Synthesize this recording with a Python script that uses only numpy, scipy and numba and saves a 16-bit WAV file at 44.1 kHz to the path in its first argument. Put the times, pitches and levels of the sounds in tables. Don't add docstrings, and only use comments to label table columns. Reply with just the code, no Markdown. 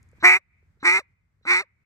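import sys
import numpy as np
from scipy import signal
from scipy.fft import rfft, irfft
from scipy.io import wavfile
from numba import njit

SR = 44100
rng = np.random.default_rng(int(sys.argv[2]) if len(sys.argv) > 2 else 0)


def dump(signal):
    limited = np.clip(np.atleast_2d(signal).T, -1, 1)
    pcm = np.round(limited * 32767).astype(np.int16)
    wavfile.write(sys.argv[1], SR, pcm)


def volts(x):
    e = np.asarray(x, float) / 20
    return 10 ** e


N = 81585
T = np.arange(N) / SR
QUACK = (T / .62).astype(int)

# start_s, level_db
FREE = [
    (.378, -61.5),
    (0.994, -42),
    (1.618, -45.5),
]


def level(x, db):
    return x * volts(db) / np.sqrt(np.mean(x ** 2))


@njit
def svf(x, hz, width):
    y, band_state, low_state = np.empty(len(x)), 0., 0.
    for i in range(len(x)):
        g, k = np.tan(np.pi * hz[i] / SR), width / hz[i]
        v = (band_state + g * (x[i] + 1e-18 - low_state)) / (1 + g * (g + k))
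        band_state, low_state, y[i] = 2 * v - band_state, low_state + 2 * g * v, k * v
    return y


def band(x, hz, width, order=2):
    for _ in range(order):
        x = svf(x, hz + np.zeros(len(x)), 1. * width)
    return x


def noise_band(hz, width, db):
    return level(band(rng.standard_normal(N), hz, width), db)


def colour(x, points, lead=((0, 0), (1, 0))):
    f, p = np.arange(N // 2 + 1) * SR / N + 1, np.array(points)
    gain = volts(np.interp(np.log(f), np.log(p[:, 0] + 1), p[:, 1]))
    delay = np.exp(-1j * np.interp(f, *np.array(lead).T))
    return irfft(rfft(x) * gain * delay, N)


def clicks(times, sizes):
    out, at = np.zeros(N + 32), times * SR
    k = at.astype(int)[:, None] + np.arange(-7, 9)
    d = k - at[:, None]
    np.add.at(out, k, sizes[:, None] * np.sinc(d) * np.cos(np.pi * d / 16) ** 2)
    return out[:N]


def marsh():
    # time_s, level_db
    background_level = [(0.0, -58.5), (0.144, -60), (0.17, -54), (0.314, -66.5), (0.406, -74.5), (0.69, -64.5),
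                        (0.772, -66.5), (0.886, -64), (1.06, -73), (1.122, -68), (1.144, -73.5), (1.442, -69.5),
                        (1.566, -65), (1.628, -77), (1.834, -68.5), (1.85, -90.5)]
    # pitch_hz, level_db
    rumble = [(25, -19.5), (50, -5), (88, 1.5), (130, -6), (180, -11.5), (260, -22.5), (400, -30.5)]
    # pitch_hz, density_db_per_hz
    hush_points = [(240, -30), (400, -12), (700, -17), (2150, -12), (2900, -28), (8000, -31), (10500, -41),
                   (14000, -39)]
    db = np.interp(T, *np.array(background_level).T)
    points = [(10, -47.5)] + rumble + [(800, -58.5)]
    mid, side = (level(colour(rng.standard_normal(N), points), 0) for _ in range(2))
    wind = mid + volts(-10.5) * side * np.array([[1], [-1]])
    hush = np.array([level(colour(rng.standard_normal(N), hush_points), -84.5) for _ in range(2)])
    return volts(db) * wind + hush * volts(.93 * (db + 71.5))


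def echo(voice):
    # level_db per quack, the first one blown before the start
    reeds_db = [-51.5, -47, -39, -37.5]
    bank_db = [-7.5, -16, -28.5, -27]
    early = SR
    reed_t60_s, bank_s, bank_spread_s = .42, .27, .043

    def send(db):
        return np.concatenate([voice[:early] * volts(db[0]), voice * volts(db[QUACK + 1])])

    def back(sent, tail):
        return signal.fftconvolve(sent, tail * rng.standard_normal(N) / 30)[early:][:N]

    reeds, bank = send(np.array(reeds_db)), send(np.add(reeds_db, bank_db))
    reeds_tail = volts(-60 * T / reed_t60_s)
    bank_tail = np.exp(-((T - bank_s) / bank_spread_s) ** 2 / 2)
    return np.array([back(reeds, reeds_tail) + back(bank, bank_tail) for _ in range(2)])


def taps():
    # start_s, peak_db, pitch_hz
    knocks = [
        (0.131, -48.5, 490),
        (0.183, -48.5, 312),
        (0.627, -58, 412),
        (0.772, -58.5, 416),
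        (1.411, -61, 458),
    ]
    # time_s, level_db
    stems = [
        (0.03, -63),
        (.116, -71.5),
        (0.09, -71),
    ]
    t60_s, edge_db = .022, -14
    out = 0
    for s, db, hz in knocks:
        u = np.clip(T - s, 0, 1)
        swell = volts(db - 60 * u / t60_s) * (1 - np.exp(-u / .001))
        edge = volts(edge_db) * np.sin(2 * np.pi * 3.2 * hz * u)
        out = out + swell * (np.sin(2 * np.pi * hz * u) + edge)
    dry_stems = noise_band(7300, 5000, 0)
    return out + dry_stems * sum(volts(db) * np.exp(-((T - s) / .0014) ** 2) for s, db in stems)


def leak():
    # start_s, level_db
    first_air = [
        (0.198, -60),
        (.797, -70),
        (1.423, -77.5),
    ]
    rise_db_per_s, length_s = 200, .04
    air = noise_band(3900, 350, 0) + noise_band(5700, 900, -16) + noise_band(1800, 1500, -5)
    swell = 0
    for s, db in first_air:
        rise = volts(db + rise_db_per_s * np.clip(T - s, 0, length_s))
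        swell = swell + np.clip((T - s) / .0082, 0, 1) * (T < s + length_s) * rise
    return air * swell


def limp(times):
    # time_s, limp_ms, share of groups longer than a pair (0-1)
    table = np.array([(.235, .1, 0), (.25, .2, .1), (.27, .12, 0), (.3, .4, .3), (.35, .35, .5),
                      (.365, .12, 0), (.845, .1, 0), (.865, .22, 0), (.875, .33, 0), (.895, .4, 0),
                      (.9, .36, 0), (.93, .25, 0), (.96, .3, 0), (.99, .1, 0), (1.47, .08, 0),
                      (1.505, .05, 0), (1.52, .4, .5), (1.54, .08, 0), (1.555, .4, 0), (1.59, .3, 0),
                      (1.615, .1, 0)])
    luck = rng.random((len(times), 2))
    place, i = np.zeros(len(times)), 0
    while i < len(times):
        more = np.interp(times[i], table[:, 0], table[:, 2])
        size = 2 + (luck[i, 0] < more) * (1 + (luck[i, 1] < .3))
        place[i:i + size] = np.linspace(.5, -.5, size)[:len(times) - i]
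        i += size
    return place * np.interp(times, table[:, 0], table[:, 1]) / 1000, place


def ringing(slaps, soft, bore_db, bore_hz):
    # pitch_hz, width_hz, level_db
    modes = [(780, 120, 2), (1084, 638, 2.5), (1564, 280, 7)]
    barrel = level(sum((-1) ** k * volts(d) * band(soft, f, w) for k, (f, w, d) in enumerate(modes)), 0)
    bore = band(slaps, 2175, 1800)
    upper = band(bore, 2471 + bore_hz - 2100, 393, order=1)
    bore = level(band(bore, bore_hz, 478, order=1) - volts(-5.5) * upper, 0)
    return barrel + volts(bore_db) * bore


def reed_tone(turns, hz, starts):
    octave_db = [-4.5, -21, -50.5]
    octave = volts(np.interp(T, starts, octave_db)) * np.clip((hz - 300) / 50, 0, 1)
    return volts(-16) * np.sin(2 * np.pi * turns) + octave * np.sin(4 * np.pi * turns)


def air_flow(gain, bore_db):
    air_db = [-2.5, -1, -1.5]
    fade_db = [-59, -36, -44.5]
    pole = 1 / (.0025 * SR)
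    flow = signal.lfilter([pole], [1, pole - 1], gain * volts(.5 * bore_db + np.array(air_db)[QUACK]))
    for (s, _), db in zip(FREE, fade_db):
        flow = flow + np.clip((T - s) / .004, 0, 1) * volts(db - 1210 * np.abs(T - s))
    return flow


def air_hiss(slaps, flow):
    # pitch_hz, width_hz, level_db
    modes = [(3916, 1190, 7), (5800, 990, -1), (7704, 1570, -2.5), (9510, 2000, -7.5), (11780, 1300, -11.5),
             (14040, 760, -27.5)]
    low_db = [-5, -2, 1.5]
    top_db = [3.5, -2, -3]
    gate = signal.lfilter([1], [1, -np.exp(-360 / SR)], np.abs(slaps))
    air = [level(gate * rng.standard_normal(N), 0) for _ in range(3)]
    shared = air[0] + level(slaps, -3.5)

    def ring(x):
        out = 0
        for k, (f, w, db) in enumerate(modes):
            db = db + (k == 0) * np.array(low_db)[QUACK] + (k > 3) * np.array(top_db)[QUACK]
            out = out + (-1) ** k * volts(db) * band(x, f, w)
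        return out

    return [level(ring(shared + volts(-6) * own), -12) * flow for own in air[1:]]


def call():
    # time_s, bore_ring_db, slap_rate_hz, barrel_re_bore_db, bore_centre_hz
    first = [
        (0.226, -47, 310.2, 11, 1814),
        (0.246, -11.5, 365.5, -11, 1890),
        (0.266, -12, 361.1, -12.5, 2116),
        (0.354, -18.5, 367.1, -15.5, 2159),
        (0.37, -25, 386.2, -9.5, 2150),
        (0.388, -56.5, 391, -6.5, 2130),
    ]
    second = [
        (0.828, -50, 292.1, 20, 2034),
        (0.835, -45.5, 296, 2.5, 2012),
        (0.854, -20.5, 356, -8.5, 2007),
        (0.876, -16.5, 348.9, -10.5, 2055),
        (.898, -15.5, 353.5, -10.5, 2099),
        (0.907, -19, 353.4, -11.5, 2110),
        (0.946, -21.5, 380.5, -9.5, 2081),
        (0.974, -21, 378, -11.5, 2110),
        (0.988, -30, 403, -4.5, 2096),
        (0.997, -41.5, 416.1, 8, 2083),
    ]
    third = [
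        (1.452, -52, 295, 11.5, 2061),
        (1.458, -51.5, 298.6, 4, 2104),
        (1.476, -28, 347.6, -10, 2100),
        (1.512, -17.5, 358.6, -10, 2142),
        (1.582, -23.5, 363.3, -12, 2073),
        (1.611, -33, 402.9, -5, 2070),
        (1.623, -74.5, 403.8, 24, 2026),
    ]
    # centre_hz for each quack, width_hz
    notches = [([570, 650, 670], 240), ([3250, 3200, 3150], 350), ([3300, 3300, 3250], 350),
               ([10600] * 3, 900)]
    catch_sag, catch_s = .2, .006493
    jitter_ms, scatter_db, group_lead_db, barrel_limp, wobble_db = .03, .9, -1, 1.4, 1.5

    quacks = (first, second, third)
    starts = [q[0][0] for q in quacks]
    rows = np.vstack(quacks)
    ring_db, hz, barrel_db, bore_hz = (np.interp(T, rows[:, 0], rows[:, k]) for k in range(1, 5))
    bore_db = -barrel_db
    on = sum(np.clip(np.minimum(5 * (T - q[0][0]), q[-1][0] - T) / .0043, 0, 1) for q in quacks)
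    gain = on * volts(ring_db + barrel_db)

    hz = hz * (1 - catch_sag * sum((T >= s) * np.exp(-np.abs(T - s) / catch_s) for s in starts))
    turns = np.cumsum(hz) / SR
    for s in starts:
        turns[T >= s] += (.6 - np.interp(s, T, turns)) % 1

    beat = np.interp(np.arange(2, int(turns[-1]) - 1), turns, T)
    shift, place = limp(beat)
    luck = rng.standard_normal((len(beat), 2))
    beat = beat + luck[:, 0] * jitter_ms / 1000
    size = volts(scatter_db * luck[:, 1] + group_lead_db * place)
    slaps = clicks(beat + shift, size)
    soft = clicks(beat + barrel_limp * shift, size)

    rung = gain * ringing(slaps, soft, bore_db, bore_hz)
    tone = reed_tone(turns, hz, starts) * volts(wobble_db * np.interp(T, beat, luck[:, 1]))
    puff = level(band(soft, 280, 190), -8.5) * volts(-.6 * np.maximum(bore_db, -4))
    hiss = air_hiss(slaps, air_flow(gain, bore_db))
    for centres, width in notches:
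        centre = np.array(centres)[QUACK]
        rung, *hiss = (x - band(x, centre, width, order=1) for x in (rung, *hiss))
    return rung + gain * (tone + puff), np.array(hiss)


def free_reed():
    # multiple, level_db
    orders = [(1, -7.5), (2, -0.5), (3, 6), (4, 9)]
    start_hz, sag_hz_per_s, rise_s, length_s = 700, 7500, .007, .021
    out = 0
    for s, db in FREE:
        u = np.clip(T - s, 0, .1)
        turns = start_hz * u - sag_hz_per_s * u ** 2 / 2
        shape = np.clip(u / rise_s, 0, 1) * np.exp(-(u / length_s) ** 3) * volts(db)
        for k, d in orders:
            out = out + volts(d) * shape * np.exp(-(k - 1) * u / .021) * np.sin(2 * np.pi * k * turns)
    return out


def scene():
    # pitch_hz, left_minus_right_db
    ports = [(60, 0), (200, 2.5), (370, 2), (680, 6), (1250, 0), (2300, -2), (4220, -1.5), (7750, .5)]
    # pitch_hz, lead_radians
    lead = [(0, 0), (360, .4), (900, .75), (1300, 1.05), (2100, 1.95), (3100, 3.0), (4800, 4.6),
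            (8700, 7.8), (10500, 9.4), (12000, 12), (15000, 14.5)]
    swing = [.93, 1.06, 1.14]
    voice, hiss = call()
    near = voice + free_reed() + leak() + hiss
    half = np.array(ports) * [1, .5]
    left, right = colour(near[0], half), 0
    for k, turn in enumerate(swing):
        late = [(f, r * (turn if f < 4000 else 1)) for f, r in lead]
        right = right + colour(near[1] * (QUACK == k), half * [1, -1], late)
    return volts(2.0) * np.array([left, right]) + echo(voice) + taps() + marsh()


def top_cut(x):
    return signal.sosfilt(signal.butter(12, 14840, fs=SR, output="sos"), x)


def record(dry):
    mix = np.tanh(dry * 0.82) / 0.7
    return top_cut(mix)


dry = scene()
out = record(dry)
dump(out)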